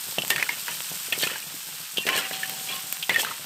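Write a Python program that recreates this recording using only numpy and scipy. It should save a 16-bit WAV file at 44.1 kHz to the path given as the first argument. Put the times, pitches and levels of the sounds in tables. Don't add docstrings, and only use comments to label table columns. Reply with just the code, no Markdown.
import sys
import numpy as np
from scipy import signal
from scipy.fft import rfft, irfft
from scipy.io import wavfile
from scipy.ndimage import uniform_filter1d

SR = 44100
rng = np.random.default_rng(int(sys.argv[2]) if len(sys.argv) > 2 else 0)


def master_out(mix):
    frames = np.transpose(np.atleast_2d(mix))
    ceiling = np.clip(frames, -1, 1)
    pcm = np.round(ceiling * 32767).astype(np.int16)
    wavfile.write(sys.argv[1], SR, pcm)


def volts(x):
    e = np.asarray(x, float) / 20
    return 10 ** e


N = 152145

# (time [s], peak [dB], centre of the tones [Hz], spread [octaves], ring factor [-])
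KNOCKS = [(0.185, -11, 2950, 0.16, 0.51), (0.22, -13, 2950, 0.2, 0.46), (0.303, -8, 2304, 0.56, 0.55),
          (0.361, -8, 1890, 0.65, 0.34), (0.381, -16, 1750, 0.4, 0.51),
          (0.4262, -8.5, 1940, 0.23, 0.29), (0.49, -12, 2125, 0.36, 0.45),
          (0.681, -16.5, 1490, 0.49, 0.15), (1.124, -9.5, 2640, 0.4, 0.71),
          (1.226, -15, 3290, 0.58, 0.36), (1.235, -11.5, 2460, 0.75, 0.59),
          (1.271, -14, 2690, 0.4, 0.46),
          (1.9714, -11.5, 3200, 0.24, 1), (1.982, -12.5, 2950, 0.21, 1.0),
               (2.067, -8.5, 2890, 0.46, 0.27), (2.0887, -8, 1815, 0.49, 0.39),
               (2.3115, -21, 1700, 0.6, 0.46), (2.339, -22, 3150, 0.27, 0.45), (2.431, -17, 2300, 0.6, .7),
               (3.026, -13.5, 3160, 0.36, 0.72), (3.094, -7.5, 2300, 0.706, 0.52),
               (3.143, -20, 1920, 0.33, 0.7), (3.16, -11, 1904, 0.6, 0.4), (3.248, -14, 2190, 0.73, 0.25),
               (3.31, -22, 1230, 0.31, 0.62)]
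# (pitch [Hz], level [dB], time to fall 60 dB [s])
METAL_TONES = [(926, 0, 0.27), (1252, -6, 0.024), (1560, -4, 0.025), (1835, 3, 0.074), (1970, 0, 0.098),
               (2114, -3.5, 0.057), (2490, -4.5, 0.038), (2708, 3.5, 0.041), (2950, 2, 0.058),
               (3105, 4, 0.11), (3380, 7, 0.08), (3740, 3, 0.03), (4160, 9.5, 0.048), (4500, 15, 0.036)]
# (time [s], pitch [Hz], level [dB], time to fall 60 dB
# [s], free for [s])
FREE_RINGS = [(1.972, 2750, -27.5, 0.34, 0.094), (2.088, 1061, -29, 0.57, .12), (2.09, 765, -37.5, 1.3, .9),
              (2.724, 1072, -38.5, 1.3, 0.065), (2.32, 765, -46, 4.2, .9), (.303, 8430, -26, .05, .05),
              (.305, 1812, -18.5, 0.18, 0.033), (.426, 2490, -12.5, 0.027, .03), (.49, 2138, -30, 0.1, .05),
              (3.094, 1973, -11.5, 0.052, 0.012), (3.144, 1818, -21, 0.21, .06), (3.16, 1853, -14, 0.2, .01)]
# (time [s], peak [dB], pitch [Hz], time to fall 60 dB [s])
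CLINKS = [(.323, -20.5, 1850, .08), (.395, -27, 2160, 0.055), (.465, -24.5, 1460, 0.026),
          (.491, -28, 947, .06), (.52, -33, 2150, .08), (0.687, -30.5, 2950, 0.053), (.682, -30.5, 950, .1),
          (1.1245, -18.5, 3320, .03), (1.129, -22.5, 1900, 0.036), (1.15, -34, 2200, .1),
          (1.196, -27, 3760, .04), (1.225, -20, 4490, .05), (1.225, -24.5, 1783, 0.15),
          (1.234, -21.5, 4390, 0.045), (1.236, -23, 2505, 0.071), (1.26, -24, 2520, .04),
          (1.271, -26, 1390, 0.05), (1.30, -27.5, 1300, .03), (1.357, -28, 1660, 0.045),
          (1.358, -30, 896, 0.035), (1.425, -33, 2853, 0.067), (1.425, -34, 2400, 0.046),
          (2.031, -34.5, 2460, .12), (2.033, -38, 1840, 0.22), (2.09, -19, 2780, 0.036),
          (2.15, -25, 1800, 0.076), (2.166, -23, 2410, .06), (2.176, -17.5, 2826, .03),
          (2.175, -23, 1676, 0.068), (2.189, -27, 1390, 0.1), (2.208, -30, 2630, .03),
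          (2.25, -27, 2800, .07), (2.25, -35, 1840, 0.054), (2.431, -22, 1758, 0.058),
          (2.687, -31, 2380, 0.14), (2.69, -26.5, 3262, .06), (2.724, -27, 3400, 0.071),
          (3.103, -19, 2145, 0.079), (3.122, -30, 1970, 0.17), (3.143, -26, 2620, .12),
          (3.143, -23, 3480, 0.056), (3.189, -23.5, 1754, 0.076), (3.208, -23, 2640, .06),
          (3.232, -28, 880, 0.051), (3.248, -22, 1575, 0.033), (3.269, -27.5, 1264, .06)]
# (time [s], rise [s], fall [s], level [dB], centre pitch [Hz])
STROKES = [(.302, 0.0028, 0.057, -25.5, 2780), (.38, 0.019, 0.059, -29, 2230),
           (.49, 0.0041, 0.056, -31, 2110), (0.674, 0.0071, 0.068, -32, 2320),
           (1.124, 0.0045, .05, -31.5, 2600), (1.186, 0.05, 0.093, -30, 3100),
           (1.27, 0.055, 0.079, -33, 2220), (2.065, 0.012, 0.11, -23.5, 2290),
           (2.13, 0.053, 0.047, -26, 2800), (2.199, 0.061, 0.032, -32.5, 2300),
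           (2.32, 0.018, 0.26, -35, 2840), (2.682, 0.026, 0.077, -32, 2940),
           (3.095, 0.0025, 0.076, -26, 2480), (3.165, 0.032, 0.096, -27, 3050),
           (3.255, 0.0094, 0.075, -33.5, 2000)]
# (peak time [s], half length [s], level [dB])
GRIT = [
    (0.307, 0.0062, -20.5),
    (1.226, 0.034, -29.5),
    (2.18, 0.018, -27.5),
    (3.208, 0.018, -26.5),
]
# (time [s], peak [dB], pitch [Hz])
THUDS = [(.183, -17.5, 645), (0.236, -28, 684), (.304, -22, 880), (1.084, -38, 450), (1.124, -29, 616),
         (1.178, -29.5, 413), (1.233, -23, 510), (1.267, -28, 410), (1.316, -32.5, 520),
         (1.542, -38.5, 290), (1.982, -24, 430), (2.054, -29.5, 443), (2.067, -24, 454),
         (2.156, -25.5, 525), (2.311, -27, 620), (3.094, -18, 920), (3.184, -31.5, 500)]
# (time [s], peak [dB], level of the lower part [dB])
SPITS = [
    (.2483, -12, 0),
    (.2788, -7, -20),
    (.8042, -16, 6),
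    (1.1278, -12, -3),
    (2.0896, -12, 8),
    (2.4952, -8, -6),
    (2.6735, -25, 6),
    (2.7655, -23, 7),
    (2.9248, -1, -13),
    (2.9685, -21, 6),
]
# (time [s], level [dB])
HEAT = [(0, -34.5), (.25, -36), (.45, -36.5), (.7, -34.5), (1., -35), (1.4, -38), (1.62, -37), (1.93, -39),
        (2.3, -37), (2.75, -35), (3.05, -37.5), (3.45, -38.5)]
# (frequency
# [Hz], level [dB])
HIGH_COLOUR = [(3000, -7.5), (5500, -4.5), (6400, -6.5), (8500, 0), (10200, -12), (12000, -3.5),
               (14200, -5.5), (16000, -13.5)]
# (frequency [Hz], level [dB])
SIMMER_COLOUR = [(410, -32), (700, -15), (816, -6.5), (1530, 0.5), (2020, -2), (2720, 3), (6000, -6.5),
                 (7800, -52), (13200, -120)]
# (frequency [Hz], level [dB])
FIRE_COLOUR = [(12, -49), (20, -36), (102, -14.5), (160, -3.5), (228, -13), (300, -17), (381, -16),
               (900, -14.5), (1170, -24), (1980, -120)]


def evened(x):
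    return x / np.sqrt(np.mean(x ** 2) + 1e-20)


def add(mix, s, sound):
    part = mix[round(s * SR):][:len(sound)]
    part += sound[:len(part)]


def colour(x, points):
    f, db = np.transpose(points)
    hz = np.fft.rfftfreq(len(x), 1 / SR)
    gain_db = np.interp(np.log(hz + 1), np.log(f + 1), db, -90, -90)
    return irfft(rfft(x) * volts(gain_db), len(x))


def drift(hz):
    smooth = uniform_filter1d(rng.standard_normal(N), 200)
    return evened(signal.lfilter([1], [1, -np.exp(-2 * np.pi * hz / SR)], smooth))


def bubbles(per_s, spread_db, hiss):
    size = volts(spread_db * np.minimum(rng.exponential(1, N), 4))
    size = size * (rng.random(N) < per_s / SR)
    burst = signal.lfilter([1], [1, -.93], size) * rng.standard_normal(N)
    return evened(burst) + hiss * rng.standard_normal(N)


def ring(hz, t60, t, phase=0):
    return volts(-60 * t / t60) * np.sin(2 * np.pi * hz * t + phase)


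def weight(hz, centre_hz, octaves):
    return np.exp(-.5 * (np.log2(hz / centre_hz) / octaves) ** 2)


def knocks():
    scatter_db, cluster_t60, crack_db, crack_s = 2, 0.1, -15.5, 0.0044
    out, t = np.zeros(N), np.arange(6000) / SR
    for s, db, centre_hz, octaves, factor in KNOCKS:
        luck = rng.standard_normal((24, 2))
        lasting = sum(volts(d + scatter_db * a) * weight(f, centre_hz, octaves) * ring(f, t60 * factor, t)
                      for (f, d, t60), a in zip(METAL_TONES, luck[:, 0]))
        cluster = sum(np.exp(-a * a) * ring(centre_hz * 2 ** (octaves * a), cluster_t60 * factor, t, 3 * b)
                      for a, b in luck)
        contact = ring(centre_hz, 0.11 * factor, t)
        crack = signal.lfilter([1, -1], [1, -1.3, .45], rng.standard_normal(len(t))) * np.exp(-t / crack_s)
        sound = .5 * lasting / abs(lasting).max() + 0.66 * cluster / abs(cluster).max()
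        sound = sound + 0.11 * contact + volts(crack_db) * crack
        add(out, s, volts(db) * np.minimum(t / 0.00029, 1) * sound)
    return out


def free_rings():
    damp_s, waver_db = 0.0053, 1.6
    out, t = np.zeros(N), np.arange(SR) / SR
    for s, hz, db, t60, free in FREE_RINGS:
        level = volts(db + waver_db * drift(15)[:SR])
        damped = np.exp(-np.maximum(t - free, 0) / damp_s)
        add(out, s, level * np.minimum(t / 0.0021, 1) * damped * ring(hz, t60, t))
    return out


def clinks():
    click_db, roughness = -6.5, .3
    out, t = np.zeros(N), np.arange(5000) / SR
    for s, db, hz, t60 in CLINKS:
        a, b = rng.uniform(-1.16, 1, 2)
        tone = ring(hz, t60, t) + 0.29 * ring(hz * (1 + 0.057 * a), 0.53 * t60, t, 3 * b)
        rattle = evened(uniform_filter1d(rng.standard_normal(len(t)), size=60))
        click = volts(click_db) * np.sin(2 * np.pi * 1.24 * hz * t) * np.exp(-t / 0.00045)
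        add(out, s, volts(db) * (np.minimum(t / 0.0014, 1) * tone * (1 + roughness * rattle) + click))
    return out


def scrapes():
    patch_db, wander, octaves = 3.5, 0.024, 0.41
    out, tail, t = np.zeros(N), np.arange(3000) / SR, np.arange(0, .5, 1 / SR)
    for s, rise, fall, db, centre_hz in STROKES:
        shape = np.where(t < rise, (t / rise) ** 0.51, np.exp(-(t - rise) / fall * 1.38))
        slips = shape * bubbles(1500, 2.2, .7)[:len(t)]
        luck = np.repeat(rng.standard_normal((len(METAL_TONES), 64)), 400, axis=1)[:, :len(t)]
        body = np.zeros(len(t))
        for (f, d, t60), a in zip(METAL_TONES, luck):
            tone = ring(f * (1 + wander * a[0]), .5 * t60, tail)
            tone = volts(d) * weight(f, centre_hz, octaves) * tone
            body += signal.oaconvolve(slips * volts(patch_db * a), tone)[:len(t)]
        broad = colour(slips, [(300, -30), (centre_hz / 1.26, -10), (centre_hz, 0), (5000, -8), (15000, -30)])
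        tumble = slips[::-1] * shape / (shape[::-1] + 1e-9)
        food = colour(tumble, [(90, -13), (200, -2.5), (550, 1.0), (1300, -9)])
        food_gain = volts(-13 + 0.74 * (db + 27))
        size = np.sqrt(np.mean(shape ** 2))
        sound = 0.64 * evened(body) + 0.66 * evened(broad) + food_gain * evened(food)
        add(out, s, volts(db) * size * sound)
    return out


def grit():
    t = np.arange(N) / SR
    edge = evened(colour(bubbles(1200, 3.5, .5), HIGH_COLOUR))
    return edge * sum(volts(db) * np.exp(-.5 * ((t - s) / half) ** 2) for s, half, db in GRIT)


def thuds():
    out, t = np.zeros(N), np.arange(3000) / SR
    for s, db, hz in THUDS:
        push = np.sin(2 * np.pi * hz * t) * np.exp(-t * hz / 1.02)
        puff = evened(colour(rng.standard_normal(len(t)), [(90, -13), (160, -0.5), (500, -8.0), (1200, -7)]))
        puff = puff * np.minimum(t / 0.0057, 1) * np.exp(-t / 0.019)
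        add(out, s, volts(db) * (1.81 * push + 0.21 * puff))
    return out


def spits():
    out, t = np.zeros(N), np.arange(600) / SR
    for s, db, low_db in SPITS:
        snap = np.sin(2 * np.pi * 12800 * t) * np.exp(-t / .00016)
        snap = snap + .4 * np.sin(2 * np.pi * 8300 * t) * np.exp(-t / .0003)
        low = np.sin(2 * np.pi * 3200 * t) * np.exp(-t / .0002)
        tail = 0.095 * rng.standard_normal(len(t)) * np.exp(-t / 0.0028)
        burst = snap / abs(snap).max() + volts(low_db) * low + tail
        thin = signal.lfilter([1, -1], [1, -.9], burst)
        add(out, s + 0.0012, volts(db) * thin)
    return out


def sizzle():
    simmer_db, simmer_share, fire_db = -42, 0.93, -53
    s, db = np.transpose(HEAT)
    heat = np.interp(np.arange(N) / SR, s, db)
    change = heat - db.mean()
    fizz_level = volts(heat + .8 * drift(14))
    simmer_level = volts(simmer_db + simmer_share * change + 1.1 * drift(9))
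    fire_level = volts(fire_db + change + 3.2 * drift(7))
    fizz = fizz_level * evened(colour(bubbles(2500, 1.3, 1.0), HIGH_COLOUR))
    simmer = simmer_level * evened(colour(bubbles(1500, 1.4, 1.0), SIMMER_COLOUR))
    fire = fire_level * evened(colour(bubbles(150, 3.0, 0.88), FIRE_COLOUR))
    return fizz + simmer + fire


def scene():
    metal = knocks() + free_rings() + clinks() + scrapes() + grit()
    return (metal + thuds() + spits() + sizzle())[None]


def roll_off(x):
    return signal.sosfilt(signal.butter(12, 16640, fs=SR, output="sos"), x)


def record(dry):
    x = signal.sosfilt(signal.butter(4, 100, "high", fs=SR, output="sos"), dry)
    x = x + volts(-73) * evened(signal.lfilter([1], [1, -.99], rng.standard_normal(x.shape)))
    x = .9 * np.tanh(x / .9)
    treble_limit = signal.firwin(511, 15600, window=("kaiser", 5), fs=SR)
    x = signal.oaconvolve(x, treble_limit[None], "same")
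    return roll_off(x)


dry = scene()
out = record(dry)
master_out(out)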